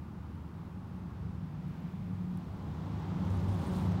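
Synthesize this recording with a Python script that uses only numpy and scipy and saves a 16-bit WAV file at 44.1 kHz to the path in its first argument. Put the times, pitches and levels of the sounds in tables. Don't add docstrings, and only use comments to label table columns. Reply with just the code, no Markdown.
import sys
import numpy as np
from scipy import signal
from scipy.fft import rfft, irfft
from scipy.io import wavfile

SR = 44100
rng = np.random.default_rng(int(sys.argv[2]) if len(sys.argv) > 2 else 0)


def inscribe(sig):
    pcm = np.round(np.clip(np.atleast_2d(sig).T, -1, 1) * 32767)
    wavfile.write(sys.argv[1], SR, pcm.astype(np.int16))


N = 176400
TIME = np.arange(N) / SR


def amp(db):
    return 10 ** (np.asarray(db) / 20)


def unit(x):
    return x / np.sqrt(np.mean(abs(x) ** 2) + 1e-30)


def bell(x, sigma):
    return np.exp(-.5 * (x / sigma) ** 2)


def curve(points, column=1):
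    rows = np.array(points, float)
    return np.interp(TIME, rows[:, 0], rows[:, column])


def noise(spectrum):
    hz, db = np.transpose(spectrum)
    shape = amp(np.interp(np.log(np.fft.rfftfreq(N, 1 / SR) + 1), np.log(hz), db))
    return unit(irfft(rfft(rng.standard_normal(N)) * shape, N))


def wander(rate_hz):
    hz = np.fft.rfftfreq(N, 1 / SR)
    return unit(irfft(rfft(rng.standard_normal(N)) * bell(hz, rate_hz) * (hz > 0), N))


def band(phase, half_width_hz):
    return wander(half_width_hz) * np.cos(phase) + wander(half_width_hz) * np.sin(phase)


def air(level_db=-46, flutter_db=.5):
    # (frequency [Hz], relative density [dB])
    spectrum = [(20, -69), (31, -39), (42, -9.5), (55, -9.5), (75, -3), (125, -1), (170, 0.5), (225, -4),
                (300, -12), (400, -19.5), (600, -24), (850, -22.5), (1200, -25.5), (1700, -31.5),
                (3200, -39.5), (5000, -45.5), (8000, -55), (12000, -61), (16000, -56)]
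    return noise(spectrum) * amp(level_db + flutter_db * wander(3.2))


def far_car():
    # (frequency [Hz], relative density [dB])
    spectrum = [(100, -26), (200, -11), (270, -4), (335, 4.5), (385, -2.5), (450, -15), (650, -19),
                (850, -5), (1200, -8), (1500, -14.5), (1900, -33), (4000, -39.5)]
    # (time [s], level [dB])
    level_db = [(0, -59), (.5, -58.5), (1.1, -60), (1.6, -68.5), (2.3, -82), (4.0, -70)]
    return noise(spectrum) * amp(curve(level_db))


def rumble():
    # (frequency [Hz], relative density [dB])
    spectrum = [(25, -40), (42, -7), (58, 2), (75, 0.5), (112, 2.5), (128, 4), (145, 8), (170, 7.5),
                (210, 5), (250, -8), (320, -10.5), (600, -46)]
    # (time [s], level [dB])
    level_db = [(0, -57), (1.0, -52), (1.5, -49.5), (2.2, -46), (2.8, -46), (3.3, -45), (3.8, -37.5),
                (4.0, -49)]
    return noise(spectrum) * amp(curve(level_db))


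def engines(width_hz=26, roughness=.54, waver_hz=1.0, waver_rate_hz=8):
    centres_hz = [78.65, 99.1, 152.6, 179.8]
    # (time [s], lowest [dB], second [dB], third [dB], top [dB])
    levels_db = [(0, -48.5, -78, -61, -65), (.3, -46, -63, -74, -57), (.65, -53.5, -54, -73, -53.5),
                 (1.1, -45, -50.5, -64, -48), (1.5, -50, -45, -43, -48.5), (1.75, -61, -66, -47, -44),
                 (2.0, -61, -47.5, -48.5, -42.5), (2.3, -66, -39.5, -44.5, -42.5),
                 (2.48, -55, -46.5, -53, -47), (2.7, -44, -44.5, -46.5, -47.5), (3.0, -50, -43, -41, -50.5),
                 (3.18, -54.5, -40.5, -45, -32), (3.3, -42, -37.5, -52.5, -42),
                 (3.56, -43, -34.5, -44.5, -40.5), (3.67, -45.5, -44.5, -40.5, -45),
                 (3.78, -49, -39.5, -37.5, -35), (3.92, -45.5, -30.5, -41, -35),
                 (4.0, -49, -35.5, -42, -43)]
    # (time [s], offset [Hz])
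    drift_hz = [(0, -2.5), (1.3, 1.5), (2.3, 2.5), (2.9, 1), (3.4, -3), (4.0, -1)]
    drone = np.zeros(N)
    for k, centre_hz in enumerate(centres_hz):
        pitch_hz = centre_hz + (k == 1) * curve(drift_hz) + waver_hz * wander(waver_rate_hz)
        phase = 2 * np.pi * (np.cumsum(pitch_hz) / SR + rng.random())
        tone = np.sqrt(2 * (1 - roughness ** 2)) * np.cos(phase)
        skirt = roughness * band(phase, width_hz / 2)
        drone += (tone + skirt) * amp(curve(levels_db, k + 1))
    return drone


def tyres(flutter_db=.61):
    # (frequency [Hz], relative density [dB])
    spectrum = [(60, -30), (130, -7), (200, 6), (260, 7), (350, 2.5), (420, -2), (680, -6.5), (820, -1.5),
                (1200, -7.5), (1700, -16.5), (2600, -22), (3500, -22), (5000, -28.5), (8000, -38),
                (12000, -61), (16000, -50)]
    # (time [s], level [dB])
    level_db = [(0, -71), (1.5, -56), (2.2, -55.5), (2.6, -50.5), (3.0, -45.5), (3.3, -44.5), (3.6, -43),
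                (3.85, -42), (4.0, -42.5)]
    return noise(spectrum) * amp(curve(level_db) + flutter_db * wander(2.7))


def ticks(rise_s=.001, decay_s=.0018):
    # (start [s], relative level [dB])
    snaps = [(.3546, -68), (.715, -71), (.995, -70), (1.6811, -65), (1.695, -67), (2.0592, -70),
             (2.3726, -50)]
    # (frequency [Hz], relative density [dB])
    spectrum = [(1000, -36), (4500, -20), (6500, -5), (8000, -10), (9100, 1), (10000, -5), (11300, 7),
                (12500, -9), (16000, -10)]
    envelope = np.zeros(N)
    for start_s, db in snaps:
        age_s = np.maximum(TIME - start_s, 0)
        rise = np.minimum(age_s / rise_s, 1)
        decay = np.exp(-np.maximum(age_s - rise_s, 0) / decay_s)
        envelope += .5 * amp(db) * rise * decay
    return envelope * noise(spectrum)


def hiss(centre_s=1.87, sigma_s=.25, level_db=-71):
    # (frequency [Hz], relative density [dB])
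    spectrum = [(800, -26), (1600, 4), (2500, 7), (3500, -5), (5000, -9), (8000, -25), (16000, -38)]
    return noise(spectrum) * amp(level_db) * bell(TIME - centre_s, sigma_s)


def rustle(grain_db=5.0):
    # (frequency [Hz], relative density [dB])
    spectrum = [(3000, -28), (7000, -19), (10000, -9), (14500, 4), (16000, 8)]
    # (time [s], level [dB])
    level_db = [(0, -90), (1.62, -91), (1.78, -76), (1.95, -84), (2.15, -90), (2.28, -81), (2.7, -84),
                (3.2, -82), (4.0, -80)]
    grain = unit(amp(grain_db * wander(120)))
    return amp(curve(level_db)) * grain * noise(spectrum)


def bee(jitter_hz=2, stroke_cycles=.06, backstroke_gain=.37, spread_db=2, ring_hz=8860):
    # (time [s], rate [Hz])
    wingbeat_hz = [(3.15, 162.5), (3.23, 164), (3.33, 182), (3.45, 192.5), (3.57, 182.5), (3.69, 189),
                   (3.8, 179), (3.87, 181), (4.0, 175)]
    # (time [s], gain [dB])
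    closeness_db = [(3.1, -27), (3.22, -10.5), (3.35, -4.5), (3.46, -8.5), (3.58, -2.5), (3.68, -1.5),
                    (3.73, -1), (3.78, 0), (3.86, -3.5), (3.93, -6.5), (4.0, -17)]
    # (multiple of the wingbeat, level when closest [dB])
    partials = [(1, -48), (2, -49.5), (3, -54.5), (4, -71), (5, -58), (6, -66)]
    # (frequency [Hz], relative density [dB])
    rasp_spectrum = [(500, -8), (2000, 1.5), (3600, 9.5), (5000, 4), (7500, 3), (9500, -1), (12000, -2.5),
                     (16000, -7)]
    # (centre [s], length [s], level [dB])
    spells = [(3.347, 0.059, -73), (3.425, 0.036, -78), (3.49, 0.027, -73.5), (3.53, 0.05, -72),
              (3.612, .05, -74), (3.68, .045, -66), (3.77, .16, -71)]
    cycles = np.cumsum(curve(wingbeat_hz) + jitter_hz * wander(21)) / SR
    stroke = bell(cycles % 1 - .5, stroke_cycles)
    backstroke = backstroke_gain * bell((cycles + .5) % 1 - .5, stroke_cycles)
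    beats = unit((stroke + backstroke) * amp(spread_db * wander(50)))
    hum = sum(amp(db) * np.sqrt(2) * np.cos(2 * np.pi * (k * cycles + rng.random()))
              for k, db in partials)
    rasp = amp(-62.5) * beats * noise(rasp_spectrum)
    ring_gain = sum(amp(db) * np.exp(-(2 * (TIME - centre_s) / length_s) ** 2)
                    for centre_s, length_s, db in spells)
    ring = ring_gain * beats * band(2 * np.pi * ring_hz * TIME, half_width_hz=480)
    takeoff_s = closeness_db[0][0]
    flying = np.clip((TIME - takeoff_s) / .1, 0, 1)
    return flying * (amp(curve(closeness_db)) * (hum + rasp) + ring)


def scene():
    background = air() + far_car() + hiss() + tyres() + rumble() + engines()
    return (background + bee() + ticks() + rustle())[None]


def record(dry, cutoff_hz=15850):
    lowpass = signal.firwin(801, cutoff_hz, window=("kaiser", 9), fs=SR)
    padded = np.pad(dry, ((0, 0), (400, 400)), "reflect")
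    return signal.oaconvolve(padded, lowpass[None], "valid")


dry = scene()
out = record(dry)
inscribe(out)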